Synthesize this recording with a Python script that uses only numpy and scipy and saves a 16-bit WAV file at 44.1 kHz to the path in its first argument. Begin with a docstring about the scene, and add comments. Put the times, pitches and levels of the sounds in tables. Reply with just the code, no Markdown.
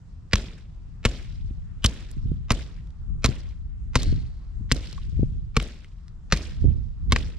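"""Far rumble and wind start first, as filtered noise and grains; slaps of air hit the ports from 1.5 to 6.7 s.
From 0.33 to 7.1 s an axe chops ten times into a thin green trunk in an open yard, close to stereo ports.
Each blow is a grain volley through wood resonances, then a thump of decaying sines and dull root knocks;
splinters and chips snap as short volleys, the yard echoes in scattered grains and shaken leaves rustle on.
The sixth blow, at 3.95 s, glances off and leaves a gritty blade ring."""
import sys
import numpy as np
from scipy import signal
from scipy.io import wavfile
from scipy.ndimage import uniform_filter1d

SR = 44100
rng = np.random.default_rng(int(sys.argv[2]) if len(sys.argv) > 2 else 0)


def ratio_of_db(decibels):
    """Turn decibels (scalar or array-like) into linear amplitude factors; 0 dB maps to 1."""
    return 10 ** (np.asarray(decibels, float) / 20)


def pcm_store(signal):
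    """Save signal as 16-bit PCM."""
    levels = np.round(np.clip(np.atleast_2d(signal), -1, 1) * 32767)
    wavfile.write(sys.argv[1], SR, levels.astype(np.int16).T)


N = 325458
TIME_S = np.arange(N) / SR
EDGES_HZ = 22 * 2 ** np.arange(0, 9.6, .5)


def rms_one(x):
    """Scale to rms 1."""
    return x / np.sqrt(np.mean(x ** 2) + 1e-20)


def at_hz(points, hz):
    """Read a spectrum on a log-frequency axis."""
    points = np.array(points)
    return np.interp(np.log(hz), np.log(points[:, 0]), points[:, 1])


def drift(rate_hz):
    """Slow chance with spread 1: low-passed noise, drawn at every 40th sample."""
    r = np.exp(-80 * np.pi * rate_hz / SR)
    white = rng.standard_normal(N // 40 + 2002)
    slow = signal.lfilter([1], [1, -2 * r, r * r], white)[2000:]
    return np.interp(np.arange(N) / 40, np.arange(len(slow)), rms_one(slow))


def resonate(x, hz, width_hz):
    """Two-pole resonance with gain 1 on top."""
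    r = np.exp(-np.pi * width_hz / SR)
    poles = [1, -2 * r * np.cos(2 * np.pi * hz / SR), r * r]
    return signal.lfilter([(1 - r * r) / 2, 0, (r * r - 1) / 2], poles, x)


def bands(white, likeness):
    """Half-octave bands of stereo noise as (centre Hz, sound); neighbours alternate between the two streams."""
    for k, (low, high) in enumerate(zip(EDGES_HZ, EDGES_HZ[1:])):
        band_pass = signal.butter(2, [low, high], "band", fs=SR, output="sos")
        mid, side = signal.sosfilt(band_pass, white[k % 2])
        hz = np.sqrt(low * high)
        alike = np.clip(at_hz(likeness, hz), -1, 1)
        yield hz, np.sqrt(1 + alike) * mid + np.sqrt(1 - alike) * side * [[1], [-1]]


def grains(shape, share, spread_db):
    """Sparse clicks of random sign and very uneven size, scaled to rms 1."""
    sizes = ratio_of_db(spread_db * np.minimum(rng.exponential(1, shape), 4))
    signs = rng.choice([-1, 1], shape)
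    return rms_one(sizes * signs * (rng.random(shape) < share))


def add(track, s, sound):
    """Mix a sound in at a time."""
    at = round(s * SR)
    track[..., at:at + sound.shape[-1]] += sound[..., :N - at]


# Far rumble and hiss. Each row: frequency in Hz, relative density in dB per Hz.
FAR_SPECTRUM = [(15, -33), (25, 2), (54, 0.5), (146, -9), (181, -24), (363, -58), (600, -41), (1210, -39),
                (2130, -49), (7480, -53), (10000, -74.5), (15000, -90)]
# Likeness of left and right. Each row: frequency in Hz, likeness (1 same, 0 unrelated).
FAR_LIKENESS = [(60, 1), (240, 0.38), (950, 0.3), (15000, 0.16)]
FAR_DB = -40.5


def far():
    """Distant rumble and air: noise wavering as a whole and band by band."""
    white, together_db = rng.standard_normal((2, 2, N)), 1.2 * drift(.8)
    noise = sum(ratio_of_db(at_hz(FAR_SPECTRUM, hz) + together_db + 1.8 * drift(5.0)) * band
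                for hz, band in bands(white, FAR_LIKENESS))
    return ratio_of_db(FAR_DB) * rms_one(noise)


# Wind on each port. Each row: time in seconds, left level in dB, right level in dB.
WIND_GUSTS = [(0.0, -56, -50), (1.1, -37, -48.5), (1.451, -28, -31), (1.701, -35, -37.5),
              (2.1, -35.5, -40.5), (2.281, -22.5, -21.5), (2.45, -31.5, -36.5), (2.95, -43.5, -41),
              (3.1, -25, -30), (3.45, -32.5, -36), (3.9, -31.5, -31), (4.129, -18, -19), (4.4, -43, -43),
              (4.6, -26, -35), (4.901, -37, -36.5), (5.211, -19, -26.5), (5.45, -32.5, -28.5),
              (5.85, -47, -60), (6.451, -36.5, -38), (6.68, -23, -11.5), (6.92, -37, -33),
              (7.1, -21.5, -21.5), (7.37, -34.5, -34)]
# Wind colour in a strong gust. Each row: frequency in Hz, relative density in dB per Hz.
WIND_SPECTRUM = [(13, -32), (22, 5.5), (53, 9.5), (156, -3.5), (318, -25.5), (421, -34), (900, -60)]
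STRONG_GUST_DB = -22


def wind():
    """Eddies hit each port as separate lumps of pressure, brighter the harder the gust."""
    s, left_db, right_db = np.transpose(WIND_GUSTS)
    gust_db = np.array([np.interp(TIME_S, s, left_db), np.interp(TIME_S, s, right_db)])
    eddies = grains((2, N), share=.012, spread_db=4.0)
    out = np.zeros((2, N))
    for hz, (left, right) in bands([eddies, -eddies], [(20, 0), (1000, 0)]):
        if hz < 900:
            ports = np.array([left + right, left - right])   # sum and difference: one eddy stream per port
            bright_db = .2 * (gust_db - STRONG_GUST_DB) * max(np.log2(hz / 60), 0)
            out += ports * ratio_of_db(at_hz(WIND_SPECTRUM, hz)) * ratio_of_db(bright_db)
    strength = np.sqrt(uniform_filter1d(out ** 2, size=9000) + 1e-12)   # the gust alone sets the loudness
    return ratio_of_db(gust_db) * out / strength


# Sudden slaps of wind. 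Each row: centre in seconds, left level in dB, right level in dB.
WIND_SLAPS = [(1.51, -29, -26), (2.171, -44, -23.5), (2.26, -24, -28.5), (2.318, -21.5, -13.5),
              (3.291, -8.5, -19.5), (4.07, -16.5, -36), (4.127, -12.5, -18.5), (4.18, -30, -24.5),
              (4.612, -29.5, -28), (5.195, -17, -12), (5.232, -6, -8.5), (6.644, -10, -11),
              (6.653, -17.5, -9.5)]
SLAP_HZ, SLAP_S, SLAP_REFERENCE_DB = 185.4, 0.00092, -11   # width SLAP_S holds at the reference level
WOBBLE_MEAN_HZ, WOBBLE_T60_S = 117.7, 0.1


def buffets():
    """A slap of air throws the diaphragm out and back, harder slaps sharper; the port air wobbles on."""
    out, age = np.zeros((2, N)), TIME_S[:5000] - .012
    fading = ratio_of_db(-60 * np.maximum(age, 0) / WOBBLE_T60_S) / (1 + np.exp(-age / 0.0027))
    chances = rng.normal(0, 1, (len(WIND_SLAPS), 3, 1))
    for (s, left_db, right_db), chance in zip(WIND_SLAPS, chances):
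        sharpness = ratio_of_db(.25 * (max(left_db, right_db) - SLAP_REFERENCE_DB))
        slap = np.sin(2 * np.pi * SLAP_HZ * age) / np.cosh(age / SLAP_S * sharpness)
        wobble_hz = WOBBLE_MEAN_HZ * (1 + 0.32 * chance[1:])   # own pitch per port
        wobble = fading * np.sin(2 * np.pi * wobble_hz * age)
        level = np.sign(chance[0]) * ratio_of_db([[left_db], [right_db]])
        add(out, s + age[0], level * (slap + 0.53 * wobble))
    return out


# Axe blows. Each row: start in seconds, relative crack level in dB, crack t60 in seconds,
# brightness in dB per octave before a fixed lift, relative leaf shake in dB.
AXE_BLOWS = [(0.3315, -14, 0.029, 1.5, -57), (1.0501, -15.5, 0.039, 0, -48), (1.8422, -16, 0.045, 2.5, -48),
             (2.5037, -17, 0.057, 0.5, -62), (3.2420, -17, 0.067, 0.5, -60.5),
             (3.954, -16, 0.045, 1.5, -54.5), (4.7139, -18, 0.029, 0.5, -43),
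             (5.565, -16.5, 0.022, 0.5, -54), (6.322, -14, .05, 1, -49), (7.121, -15, 0.027, 1.5, -71)]
# Echo colour. Each row: frequency in Hz, relative level in dB.
ECHO_SPECTRUM = [(200, 7), (450, -4.5), (800, -11.5), (2000, -3.5), (4000, -1.5), (7000, -9), (12000, -28)]
# Likeness of left and right in echo and leaves. Each row: frequency in Hz, likeness (clipped to -1..1).
YARD_LIKENESS = [(240, 1), (950, 0.89), (3770, 0.28), (15000, -1.07)]
AIR_LOSS_DB_PER_S_KHZ = 7
ECHO_RELATIVE_DB, ECHO_PEAK_S, ECHO_RISE_DB_PER_S, ECHO_SAG_DB_PER_S = -20, 0.044, 250.5, 67.5
FAR_WALL_S, BEYOND_EXTRA_DB_PER_S = 0.3, 152.5


def yard():
    """Walls, fences and bushes scatter each blow: builds up, sags, ends behind the far wall, loses treble."""
    age, out = TIME_S[:SR // 2], 0
    level_db = ECHO_RELATIVE_DB - ECHO_RISE_DB_PER_S * np.maximum(ECHO_PEAK_S - age, 0)
    level_db = level_db - ECHO_SAG_DB_PER_S * np.maximum(age - ECHO_PEAK_S, 0)
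    level_db = level_db - BEYOND_EXTRA_DB_PER_S * np.maximum(age - FAR_WALL_S, 0)
    for hz, band in bands(grains((2, 2, N), share=.06, spread_db=1.5), YARD_LIKENESS):
        if hz > 150:
            power = np.zeros(N)
            air_db = AIR_LOSS_DB_PER_S_KHZ * age * hz / 1000
            fading = ratio_of_db(level_db + at_hz(ECHO_SPECTRUM, hz) - air_db) ** 2
            for s, crack_db, *_ in AXE_BLOWS:
                add(power, s, fading * ratio_of_db(crack_db) ** 2)
            out = out + np.sqrt(power) * ratio_of_db(3.8 * drift(70)) * band
    return out * ratio_of_db(1.3 * drift(110))


# Leaf rustle. Each row: frequency in Hz, relative density in dB per Hz.
LEAF_SPECTRUM = [(300, -27), (900, -7.5), (2200, 4), (4000, 7.5), (7000, -4), (12000, -23.5),
                 (15500, -57.5)]
LEAF_RISE_S, LEAF_T60_S = 0.13, 1.34


def leaves():
    """The shaken shoots whip back a moment after each blow and rustle on in clumps of tiny contacts."""
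    shake = np.zeros(N)
    rise = np.minimum(TIME_S / LEAF_RISE_S, 1) ** 2
    for s, *_, shake_db in AXE_BLOWS:
        add(shake, s, rise * ratio_of_db(shake_db - 60 * TIME_S / LEAF_T60_S))
    white = grains((2, 2, N), share=.1, spread_db=3)
    rustle = sum(ratio_of_db(at_hz(LEAF_SPECTRUM, hz) + 3 * drift(60)) * band
                 for hz, band in bands(white, YARD_LIKENESS) if hz > 300)
    return rms_one(rustle) * shake * ratio_of_db(1.6 * drift(60))


def roots():
    """Stem and roots keep jolting in the soil for a moment: dull, lumpy knocks."""
    out, age = np.zeros(N), TIME_S[:SR // 2]
    for s, *_ in AXE_BLOWS:
        jolts = grains(len(age), share=.012, spread_db=3.5)
        jolts = jolts * np.minimum(age / 0.057, 1) * ratio_of_db(-60 * age / 0.42)
        add(out, s, resonate(jolts, 100, 97) + 0.39 * resonate(jolts, 220, 140))
        knocks = grains(len(age), share=.003, spread_db=2) * (age > .03) * ratio_of_db(-60 * age / .3)
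        add(out, s, 0.11 * resonate(knocks, 440, 200))
    return ratio_of_db(-10.0) * signal.sosfilt(signal.butter(4, 680, fs=SR, output="sos"), out)


# Rooted stem swaying. Each row: mean frequency in Hz, relative signed swing height, t60 in seconds.
STEM_MODES = [(46, 0.21, 0.24), (68.4, 0.073, 0.54), (116, -0.44, 0.085), (231, 0.43, 0.076)]
PUSH_HZ = 91   # corner of the soft push
THUMP_LAG_S = .0028   # the stem gives way just after the edge bites


def thumps():
    """The blade's soft push sets the low modes of the stem swinging, a little differently each time."""
    out, age, r = np.zeros(N), TIME_S[:SR // 2], np.exp(-2 * np.pi * PUSH_HZ / SR)
    chances = rng.normal(0, 1, (len(AXE_BLOWS), 2, len(STEM_MODES)))
    for blow, chance in zip(AXE_BLOWS, chances):
        swing = np.zeros(len(age))
        for (hz, height, t60_s), a, b in zip(STEM_MODES, *chance):
            fading = height * ratio_of_db(0.32 * a - 60 * age / t60_s)
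            swing += fading * np.sin(2 * np.pi * hz * (1 + 0.1 * b) * age)
        add(out, blow[0] + THUMP_LAG_S, signal.lfilter([1 - r], [1, -r], swing))
    return out


GLANCE_S, GLANCE_RELATIVE_DB, GLANCE_T60_S = 3.96, -43, .9
BLADE_HZ, BLADE_WIDTH_HZ = 4250, 500


def blade():
    """One blow glances off and the blade scrapes on: a gritty ring, with a weaker one an octave below."""
    out = np.zeros(N)
    grit = grains(SR, share=.05, spread_db=3) * ratio_of_db(3 * drift(40)[:SR])
    ring = resonate(grit, BLADE_HZ, BLADE_WIDTH_HZ)
    ring = ring + .5 * resonate(grit, BLADE_HZ / 2, BLADE_WIDTH_HZ / 2)
    add(out, GLANCE_S, ratio_of_db(GLANCE_RELATIVE_DB - 60 * TIME_S[:SR] / GLANCE_T60_S) * rms_one(ring))
    return out


CHIPS_PER_BLOW, CHIP_DELAY_S, CHIP_FALL_S = 20, .04, .27
CHIP_LOUDEST_RELATIVE_DB, CHIP_FADE_DB_PER_S, CHIP_SPREAD_DB = -36, 60, 7.7


def chips():
    """Snap rows for small chips pattering down: random moments and pitches, fainter the later they land."""
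    rows = []
    chances = rng.random((len(AXE_BLOWS), CHIPS_PER_BLOW, 3))
    for blow, chance in zip(AXE_BLOWS, chances):
        for a, b, c in chance:
            fall_s = CHIP_FALL_S * a
            s = blow[0] + CHIP_DELAY_S + fall_s
            peak_db = CHIP_LOUDEST_RELATIVE_DB - CHIP_FADE_DB_PER_S * fall_s - CHIP_SPREAD_DB * b
            if s < N / SR:
                rows.append((s, peak_db, 1800 * 3.0 ** c, .35))
    return rows


# Split wood under the blade. Each row: frequency in Hz, width in Hz, relative mean level in dB.
WOOD_MODES = [(444, 110, -6), (1094, 210, -6), (2000, 950, -3), (3140, 580, -5), (4000, 1100, -6),
              (6200, 3900, -9.5), (10500, 5000, -23)]


def wood(tearing, tilt_db_per_octave):
    """The resonances of the split wood, struck with new strengths each time."""
    out = 0
    for k, (hz, width_hz, db) in enumerate(WOOD_MODES):
        strength_db = db + tilt_db_per_octave * np.log2(hz / 2000) + rng.normal(0, 2.3)
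        gain = (-1) ** k * ratio_of_db(strength_db) * np.sqrt(500 / width_hz)
        out = out + gain * resonate(tearing, hz, width_hz)
    return out


# Splinters snapping and chips landing. Each row: start in seconds, relative peak in dB, pitch in Hz,
# width as share of pitch.
SPLINTERS = [(0.3563, -10, 2750, 1.5), (1.8605, -4, 4500, 0.33), (2.1135, -33, 5940, 1.4),
             (2.5193, -10.5, 4900, 0.89), (2.872, -51, 4000, 1.6), (2.905, -47, 2960, 1.5),
             (3.2598, -8, 3600, 1.5), (3.9555, -9, 1080, 0.11), (3.9715, -23, 4050, 0.21),
             (4.021, -22.5, 3870, 0.34), (4.0315, -17, 3950, 0.8), (4.161, -37, 4130, 0.092),
             (4.7197, -3.5, 4600, 0.34), (4.7462, -29, 4500, 0.71), (4.7658, -27.5, 4100, 0.26),
             (4.872, -31.5, 3490, 0.35), (4.911, -39, 4500, .8), (4.928, -29.5, 3430, 1.2),
             (4.979, -36.5, 1110, 0.069), (5.5998, -19.5, 2340, 0.83), (5.6258, -24.5, 5950, 2.6),
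             (5.8454, -37, 2000, 0.89), (6.0816, -41.5, 2536, 2.2), (6.3724, -20, 3025, 0.87),
             (7.1612, -6.5, 1500, 8.6)]


def snaps():
    """Each splinter is a short volley around its own pitch; bigger ones tear longer; wide ones sound the wood."""
    out, age = np.zeros(N), TIME_S[:3000]
    for s, peak_db, hz, spread in SPLINTERS + chips():
        t60_s = .011 + .008 * ratio_of_db(peak_db)
        volley = grains(len(age), share=.3, spread_db=2.5) * ratio_of_db(-60 * age / t60_s)
        sound = resonate(resonate(volley, hz, spread * hz), hz, 2.0 * hz) / np.sqrt(spread)
        sound += .5 * spread * wood(volley, 0)
        add(out, s, ratio_of_db(peak_db) * sound / np.max(np.abs(sound)))
    return out


def cracks():
    """Fibres tear in a dense volley that dies fast; the first instant is the brightest."""
    out, age = np.zeros(N), TIME_S[:4000]
    for s, crack_db, t60_s, tilt_db, shake_db in AXE_BLOWS:
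        tearing = grains(len(age), share=.25, spread_db=4.0) * np.minimum(age / .0015, 1)
        bright_fade = ratio_of_db(-60 * np.maximum(age - .002, 0) / (0.23 * t60_s))
        dull_fade = ratio_of_db(-60 * np.maximum(age - .005, 0) / t60_s)
        crack = wood(tearing * bright_fade, tilt_db + 1.0) + wood(tearing * dull_fade, tilt_db + 0.5)
        add(out, s, ratio_of_db(crack_db) * crack / np.std(crack[:300]))
    return out


LEFT_LAG_SAMPLES = 1.4   # at low pitch; the trunk stands a little to the right


def scene():
    """Trunk close by, its echo, leaves, wind and distance."""
    trunk = cracks() + snaps() + thumps() + roots() + blade()
    trunk = trunk * ratio_of_db([[.6], [-.6]])   # left, right in dB
    late = (1 - LEFT_LAG_SAMPLES) / (1 + LEFT_LAG_SAMPLES)
    trunk[0] = signal.lfilter([late, 1], [1, late], trunk[0])   # all-pass delay
    return trunk + yard() + leaves() + wind() + buffets() + far()


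def top_cut(x):
    """Nothing passes above the cut-off."""
    return signal.sosfilt(signal.butter(12, 15980, fs=SR, output="sos"), x)


SHADE_HZ, SHADE_DB = 4500, -5   # the housing shades the left port
TOP_HZ = 14000   # the microphone's upper limit
LEAD_IN_S, LEAD_IN_DB, LEAD_IN_LOSS_DB = .0107, -27, 10


def record(dry):
    """Left treble is shaded, the top falls away, two faint mid-band copies run ahead, peaks are rounded."""
    shade_s = 1 / (2 * np.pi * SHADE_HZ)
    shelf = signal.bilinear([ratio_of_db(SHADE_DB) * shade_s, 1], [shade_s, 1], SR)
    top = signal.butter(4, TOP_HZ, fs=SR, output="sos")
    ports = signal.sosfilt(top, [signal.lfilter(*shelf, dry[0]), dry[1]])
    lead = round(LEAD_IN_S * SR)
    middle = signal.sosfilt(signal.butter(2, [600, 6000], "band", fs=SR, output="sos"), ports)
    middle = np.pad(middle, [(0, 0), (0, 2 * lead)])
    copies = middle[:, lead:lead + N] + ratio_of_db(-LEAD_IN_LOSS_DB) * middle[:, 2 * lead:]   # earlier one fainter
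    ports = ports + ratio_of_db(LEAD_IN_DB) * copies
    return top_cut(2.0 * np.tanh(ports / 2.095))


dry = scene()
out = record(dry)
pcm_store(out)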